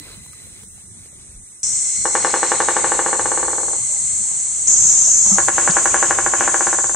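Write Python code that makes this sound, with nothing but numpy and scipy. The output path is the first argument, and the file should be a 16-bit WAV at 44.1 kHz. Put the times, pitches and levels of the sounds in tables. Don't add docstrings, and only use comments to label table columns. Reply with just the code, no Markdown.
import sys
import numpy as np
from scipy import signal
from scipy.fft import rfft, irfft, next_fast_len
from scipy.io import wavfile
from scipy.ndimage import uniform_filter1d, map_coordinates

SR = 44100
rng = np.random.default_rng(int(sys.argv[2]) if len(sys.argv) > 2 else 0)


def pcm_store(signal):
    levels = np.round(np.clip(np.atleast_2d(signal), -1, 1) * 32767)
    wavfile.write(sys.argv[1], SR, levels.astype(np.int16).T)


def natural_amplitude(level_db):
    exponent = np.asarray(level_db, float) / 20
    return 10 ** exponent


N = 306803

VIEW_EDGES = [0, 1.6318, 4.672, 7]


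def unit(x):
    return x / np.sqrt(np.mean(x ** 2) + 1e-20)


def along(points, hz):
    f, v = np.transpose(points)
    return np.interp(np.log(hz + 1), np.log(f + 1), v)


def curves(*tables):
    s, *cols = np.transpose(np.vstack(tables))
    return [np.interp(np.arange(N) / SR, s, c) for c in cols]


def across(ends):
    lines = []
    for start, end, (first, last) in zip(VIEW_EDGES, VIEW_EDGES[1:], ends):
        lines.append([(start, first), (end - 1 / SR, last)])
    return curves(*lines)[0]


def between(start, end):
    t = np.arange(N) / SR
    return np.clip(np.minimum(t - start, end - t) / .0005 + .5, 0, 1)


def wobble(rate):
    knots = rng.standard_normal(int(N * rate / SR) + 4)
    return map_coordinates(knots, [np.arange(N) * rate / SR])


def filtered(x, response):
    m = next_fast_len(N + SR // 2)
    return irfft(rfft(x, m) * response(np.fft.rfftfreq(m, 1 / SR)), m)[..., :N]


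def resonance(f, hz, width, db):
    return natural_amplitude(db) * 1j * f * width / (hz * hz - f * f + 1j * f * width)


# start_s, first_gap_s, gap_shrink_s_per_peck, bend_s_per_peck_squared, shortest_gap_s
ROLL_TIMING = [
    (2.0525, .09754, .002443, .000004, .0501),
    (5.3818, .10009, .00283, -.000019, .0509),
]
PECK_COUNTS = [25, 22]
# full_db, first_peck_weaker_db, last_peck_weaker_db, tiring_lateness
EFFORT = [
    (0, 3, 15, 3.05),
    (0.6, 1, 10, 3.9),
]


def pecks(timing, count, effort):
    warm_up_pecks, scatter_db = 0.42, 0.52
    start, gap, shrink, bend, shortest = timing
    full_db, first_db, last_db, tiring = effort
    k = np.arange(count)
    gaps = np.maximum(gap - shrink * k - bend * k * k, shortest)
    warming_db = first_db * np.exp(-k / warm_up_pecks)
    tiring_db = last_db * (k / (count - 1)) ** tiring
    db = full_db - warming_db - tiring_db + scatter_db * rng.standard_normal(count)
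    return np.c_[start + np.cumsum(gaps) - gaps, db]


# frequency_hz, t60_s
FOREST_DECAY = [(300, 0.21), (1000, 0.21), (3000, 0.13)]


def forest_tail():
    hz, t, z = signal.stft(rng.standard_normal((2, SR // 3)), SR, nperseg=256)
    z[1] = 0.96 * z[0] + 0.23 * z[1]
    decay = natural_amplitude(-60 * t / along(FOREST_DECAY, hz)[:, None])
    build_up = 1 - np.exp(-t / 0.005)
    tail = signal.istft(z * decay * build_up, SR, nperseg=256)[1]
    return np.pad(tail / np.linalg.norm(tail[0]), ((0, 0), (300, 0)))


# pitch_hz, width_hz, level_db
TRUNK_MODES = [
    [(533, 95, 2), (860, 99, 4.5), (1101.3, 200, 2.5), (1540, 245, 2.5), (1730, 49, 2.5), (2233, 53, -5),
     (2890, 105, 4), (3500, 290, 4)],
    [(552, 93, -3.5), (810, 97, 1), (1078, 165, 3.5), (1465, 224, -1.5), (1574, 280, 1.5), (1663, 65, -2),
     (2242, 19, 0), (2790, 410, -8.5)],
]
# delay_s, level_db
ECHOES = [
    (.00625, -7),
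    (0.0115, -25.5),
    (0.0163, -14),
]


def roll(blows, modes, late_db):
    firm, soft = np.zeros(N), np.zeros(N)
    for s, db in blows:
        share = np.clip(0.91 + db / 14, 0, 1)
        i = round((s + .0029) * SR)
        firm[i] = -natural_amplitude(db + 26.0) * share
        soft[i] = -natural_amplitude(db + 29.0) * (1 - share)

    def contact(hz):
        return lambda f: np.exp(-(f / hz) ** 2)

    def wood(f):
        thin = 1j * f / (340 + 1j * f)
        hollow = resonance(f, hz=353.2, width=39, db=1) ** 2
        return thin * (sum(resonance(f, *m) for m in modes) + hollow)

    force = filtered(firm, contact(hz=1987)) + filtered(soft, contact(hz=1190))
    bill_click = filtered(firm, lambda f: resonance(f, hz=4140, width=910, db=-30.5))
    knock = filtered(force, wood) + bill_click
    early = filtered(knock, lambda f: 1 + sum(natural_amplitude(db) * np.exp(-2j * np.pi * f * s) for s, db in ECHOES))
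    ahead = filtered(knock, lambda f: np.exp(2j * np.pi * f * 0.00492 - (f / 900) ** 2))
    late = signal.fftconvolve(knock[None], forest_tail(), axes=1)[:, :N]
    stirred = 1 + 0.19 * np.array([wobble(40), wobble(40)])
    return natural_amplitude([[.6], [-.6]]) * (early + natural_amplitude(-6.0) * ahead) + natural_amplitude(late_db) * late * stirred


def buzz(rate_hz, orders, gains, blur_hz, glide=1):
    turns = 2 * np.pi * rate_hz * np.cumsum(glide * (1 + .002 * wobble(5))) / SR
    out = 0
    for k, g in zip(orders, gains):
        shared = wobble(blur_hz)
        ears = []
        for _ in "LR":
            in_step = (shared + 0.6 * wobble(blur_hz)) * np.sin(k * turns)
            ears.append(in_step + wobble(blur_hz) * np.cos(k * turns))
        out = out + g * np.array(ears)
    return unit(out)


# frequency_hz, level_db
CICADA_BODY = [(5000, -25), (5400, -16), (5900, -5), (6500, 4), (7000, 1.5), (7600, -2), (8400, -28),
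               (9500, -59)]


def cicada(clicks_hz, shift_hz=0, blur_hz=70):
    orders = np.arange(10, 17)
    gains = natural_amplitude(along(CICADA_BODY, orders * clicks_hz - shift_hz))
    return buzz(clicks_hz, orders, gains, blur_hz)


def spell_db(start, opening_db, held_db, settle, stop, dies_db):
    t = np.arange(N) / SR
    settling = (opening_db - held_db) * np.exp(-np.abs(t - start) / settle)
    return held_db + settling - dies_db * np.maximum(t - stop, 0) + 0.68 * wobble(9)


# start_s, opening_db, held_db, settle_s, stop_s, dies_db_per_s
NEAR_SPELLS = [
    (1.632, -20.5, -32, 0.14, 2.5, 36),
    (4.672, -23, -24, .03, 5.33, 90),
]
# spell_index, clicks_hz, boost_db, body_shift_hz, blur_hz
NEAR_SINGERS = [
    (0, 526, -1.5, -700, 299.7),
    (0, 350, -21, -900, 299),
    (1, 540, 7, -2, 109.8),
    (1, 527, 6, 0, 110),
    (1, 500, 3.5, 310, 109.5),
]
# start_s, end_s, clicks_hz, level_db
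STEADY_SINGERS = [
    (.9, 1.63, 536, -79),
    (3.9, 4.3, 710, -39),
    (5.533, 6.96, 560, -28),
    (8.8, 10, 509, -34.5),
]
DRONE_HZ = [2018, 2108, 2112]
# time_s, level_db
DRONE_LEVEL = [
    [(0, -52), (.42, -55), (.6, -65), (1.63, -79)],
    [(1.64, -49.5), (2.2, -35.5), (2.63, -40), (2.98, -41), (4.67, -51)],
    [(4.672, -58), (5.2, -56), (5.3, -44), (5.42, -46), (5.75, -52), (6.96, -60)],
]
# time_s, pitch_hz, level_db
DRONE_SLIDE = [
    (2.3, 4180, -57),
    (2.45, 4110, -43),
    (2.65, 3920, -45),
    (3, 3800, -51),
]


def soloists():
    out = 0
    for spell, clicks_hz, boost_db, shift_hz, blur_hz in NEAR_SINGERS:
        level = natural_amplitude(spell_db(*NEAR_SPELLS[spell]) + boost_db)
        out = out + level * between(VIEW_EDGES[spell + 1], 7) * cicada(clicks_hz, shift_hz, blur_hz)
    for start, end, clicks_hz, db in STEADY_SINGERS:
        out = out + natural_amplitude(db) * between(start, end) * cicada(clicks_hz)
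    for k, hz in enumerate(DRONE_HZ):
        drone = buzz(hz, [1, 2], natural_amplitude(np.array([-4, 0])), blur_hz=[60, 280, 260][k])
        level = natural_amplitude(curves(DRONE_LEVEL[k])[0] + 0.5)
        out = out + level * between(VIEW_EDGES[k], VIEW_EDGES[k + 1]) * drone
    slide_hz, slide_db = curves(DRONE_SLIDE)
    sliding = buzz(0.98, [1], [1], blur_hz=173.0, glide=slide_hz)
    out = out + natural_amplitude(slide_db) * between(2.3, 3) * sliding
    return out * natural_amplitude([[.7], [-.7]])


# time_s, peak_db, pitch_hz, t60_s
TRIPOD_BUMPS = [
    (0.001, -42, 300, .12),
    (1.287, -37, 61, 0.1),
    (1.347, -28, 32.2, 0.153),
    (4.195, -36, 211.7, 0.11),
    (5.252, -44, 875, .2),
    (5.259, -30.5, 203, 0.12),
    (5.314, -16, 196.3, 0.12),
    (5.316, -43, 870, .25),
    (5.692, -11, 173, 0.046),
]
# time_s, peak_db, pitch_hz
TWIG_SNAPS = [
    (0.095, -67, 1424),
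    (0.262, -45, 994),
    (0.332, -42, 1260),
    (0.469, -45, 517),
    (0.634, -42, 470),
    (0.779, -47, 770),
    (1.059, -44.5, 460),
    (1.128, -47.5, 557),
]
# time_s, peak_db, lowest_hz, highest_hz
BARK_CHIPS = [
    (2.3042, -19, 4300, 5800),
    (2.6138, -33, 4280, 5600),
    (5.699, -27, 2000, 3600),
    (5.7094, -22, 4000, 6500),
    (6.672, -28, 3500, 5800),
]


def knocks():
    out, t = np.zeros(N + SR), np.arange(SR // 4) / SR

    def grit(band):
        sos = signal.butter(4, band, "band", fs=SR, output="sos")
        return signal.sosfilt(sos, rng.standard_normal(len(t))) * natural_amplitude(-60 * t / 0.023)

    for s, db, hz, t60 in TRIPOD_BUMPS:
        swell = 1 - np.exp(-t / 0.0153)
        out[round(s * SR):][:len(t)] += natural_amplitude(db + 9 - 60 * t / t60) * swell * np.sin(2 * np.pi * hz * t)
    for s, db, hz in TWIG_SNAPS:
        ring = natural_amplitude(-60 * t / 0.033) * np.sin(2 * np.pi * hz * t)
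        out[round(s * SR):][:len(t)] += natural_amplitude(db - 0.5) * (ring + 1.3 * grit([200, 15000]))
    for s, db, low_hz, top_hz in BARK_CHIPS:
        out[round(s * SR):][:len(t)] += natural_amplitude(db + 11.5) * grit([low_hz, top_hz])
    return out[:N]


# frequency_hz, likeness
EAR_LIKENESS = [(40, 0.76), (200, 0.61), (1000, 0.774), (3000, 0.98), (7000, 0.25)]


def rush(spectrum, patchy_db, long=14):
    z = signal.stft(rng.standard_normal((2, N)), nperseg=1024)[2]
    field = uniform_filter1d(rng.standard_normal(z.shape[1:]), 4, 0)
    field = uniform_filter1d(field, int(long), 1)
    pair = signal.istft(z * natural_amplitude(patchy_db * unit(field)), nperseg=1024)[1][:, :N]

    def colour(hz):
        turn = np.arccos(np.clip(along(EAR_LIKENESS, hz), -1, 1)) / 2
        return natural_amplitude(along(spectrum, hz)) * [np.cos(turn), np.sin(turn)]

    mid, side = filtered(pair, colour)
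    return unit(np.array([mid + side, mid - side]))


# time_s, level_db, half_length_s
SCUFFS = [
    (4.75, -50, .03),
    (4.83, -41, 0.032),
    (4.95, -52, 0.045),
    (5.045, -46, .04),
    (5.084, -41.5, 0.011),
    (5.271, -34.5, 0.015),
    (5.322, -32.5, 0.017),
    (5.366, -33.5, 0.02),
]
# frequency_hz, level_db_per_hz
LITTER_COLOUR = [(250, -33), (450, -8), (600, -2), (870, -1.5), (1100, -3.5), (1400, -15), (2500, -28)]


def rustle():
    t = np.arange(N) / SR
    shuffle = natural_amplitude(-58.5) * between(3.5, 5.4)
    strokes = shuffle + sum(natural_amplitude(db) * np.exp(-((t - s) / half) ** 2) for s, db, half in SCUFFS)
    linger_s, linger_db, dies_db_per_s = 3.5, -43.5, 24
    linger = natural_amplitude(linger_db - dies_db_per_s * np.abs(t - linger_s)) * between(linger_s, VIEW_EDGES[2])
    return (strokes * natural_amplitude(2.0 * wobble(45)) + linger) * rush(LITTER_COLOUR, patchy_db=5.5, long=3.8)


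# frequency_hz, level_db_per_hz
CHORUS_COLOUR = [
    [(2710, -44), (4600, -46), (5450, -12.5), (5530, -6.5), (6000, -9), (6250, -2), (7310, -4), (8070, 5.5),
     (9130, 1.5), (9970, -5.5), (10700, -12.5), (13900, -42), (22000, -120)],
    [(2710, -34.5), (4600, -30), (5100, -31.5), (6000, -13), (6480, -6), (7840, -0.5), (8390, -3),
     (8840, -8), (10700, -40.5), (13900, -71), (22000, -120)],
    [(2710, -30.5), (4600, -27), (5370, -26), (6210, -6), (6620, -2), (7310, 1), (9130, -11.5),
     (10400, -30.5), (10700, -40), (13900, -68), (22000, -120)],
]
CHORUS_DB = [-43, -21, -19]
# frequency_hz, level_db_per_hz
LEAF_COLOUR = [
    [(150, -38), (250, -6.5), (835, -14.5), (1860, -13.5), (2030, -8), (2970, -14), (4090, -8),
     (4350, -13.5), (5200, -12.5), (6760, -48), (11400, -120)],
    [(150, -33), (250, -2.5), (1520, -6), (2080, -3), (2970, -10.5), (4140, -13), (5200, -12.5),
     (6760, -29), (11400, -120)],
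    [(150, -26), (250, 1.5), (361, -0.5), (868, 1), (2940, -6.5), (4640, -24.5), (5200, -7.5), (6760, -30),
     (11400, -120)],
]
# start_db, end_db
LEAVES_DB = [
    (-59, -69.5),
    (-62.5, -64),
    (-53.5, -69),
]
# frequency_hz, level_db_per_hz
RUMBLE_COLOUR = [(12, -34), (20, 1), (113, 0.5), (173, -6), (203, -2.5), (242, -13), (400, -15),
                 (520, -36.5), (880, -120)]
# start_db, end_db
RUMBLE_DB = [
    (-48, -48.5),
    (-44, -44.5),
    (-37, -41),
]
# frequency_hz, level_db_per_hz
AIR_COLOUR = [(5000, -28), (9000, -4), (15700, 0.5), (15900, -120)]


def background(rolls):
    effort = [np.vstack([(r[0, 0], -60), r[1:], (r[-1, 0] + .05, -60)]) for r in rolls]
    wash_db = -43 + 1.46 * np.minimum(curves(*effort)[0], 0)
    leaves_db = np.maximum(across(LEAVES_DB), wash_db)
    lull_db = -12 * between(1.44, VIEW_EDGES[1])
    rumble_db = across(RUMBLE_DB) + lull_db
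    out = natural_amplitude(rumble_db + 1.85 * wobble(10)) * rush(RUMBLE_COLOUR, patchy_db=2, long=6)
    chorus_boost_db, leaf_boost_db, leaf_flutter_db = [1, 2, 3], [9.8, 9.6, 9.6], [2.2, 0.96, 2.3]
    for k in range(3):
        chorus_db = CHORUS_DB[k] + chorus_boost_db[k] + 0.26 * wobble(11) + 0.3 * wobble(3.17)
        chorus = natural_amplitude(chorus_db) * rush(CHORUS_COLOUR[k], patchy_db=0.5)
        leaf_level = natural_amplitude(leaves_db + leaf_boost_db[k] + leaf_flutter_db[k] * wobble(15))
        leaves = leaf_level * rush(LEAF_COLOUR[k], patchy_db=2.0, long=2.8)
        out += between(VIEW_EDGES[k], VIEW_EDGES[k + 1]) * (chorus + leaves)
    first_view = between(0, VIEW_EDGES[1])
    air_db = -53.5 - 5.5 * np.arange(N) / SR + 1.8 * wobble(15)
    out += natural_amplitude(air_db) * first_view * rush(AIR_COLOUR, patchy_db=1, long=4.7)
    out[1] = np.where(first_view, np.roll(out[1], 5) * natural_amplitude(1.56), out[1])
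    return out * natural_amplitude([[.5], [-.5]])


def scene():
    rolls = [pecks(*r) for r in zip(ROLL_TIMING, PECK_COUNTS, EFFORT)]
    drumming = sum(roll(*r) for r in zip(rolls, TRUNK_MODES, (-6, -8)))
    return drumming + background(rolls) + soloists() + knocks() + rustle()


# time_s, depth_db, recovery_s
GAIN_DIPS = [
    (5.495, 10.5, 0.035),
    (6.112, 3, 0.21),
]


def camera_gain():
    t = np.arange(N) / SR
    dips = 0
    for s, db, recovery in GAIN_DIPS:
        since = np.abs(t - s)
        dips = dips + db * (t > s) * (1 - np.exp(-since / 0.015)) * np.exp(-since / recovery)
    fade_start_s, fade_db_per_s = 6.66, 12
    return natural_amplitude(-dips - fade_db_per_s * np.maximum(t - fade_start_s, 0))


def masked(x, quiet_db, below_db):
    z = signal.stft(x, SR, nperseg=2048)[2]
    power = (np.abs(z[:, :1024]) ** 2).reshape(2, 128, 8, -1).mean(axis=2)
    jitter = natural_amplitude(9 * uniform_filter1d(rng.standard_normal(power.shape[1:]), 3, 0))
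    loudest = power[:, 14:].max(axis=1, keepdims=True)
    keep = power * jitter > np.maximum(natural_amplitude(2 * quiet_db), loudest * natural_amplitude(2 * below_db))
    keep[:, :12] = True
    z[:, :1024] *= np.repeat(keep, 8, axis=1)
    return signal.istft(z, SR, nperseg=2048)[1][:, :N]


def roll_off(x):
    return signal.sosfilt(signal.butter(12, 15800, fs=SR, output="sos"), x)


def record(dry):
    low_cut = filtered(dry, lambda f: (1j * f / (35 + 1j * f)) ** 2)
    clipped = np.clip(low_cut * camera_gain(), -1, 1)
    mix = masked(clipped, quiet_db=-81.5, below_db=-40.5)
    return roll_off(mix)


dry = scene()
out = record(dry)
pcm_store(out)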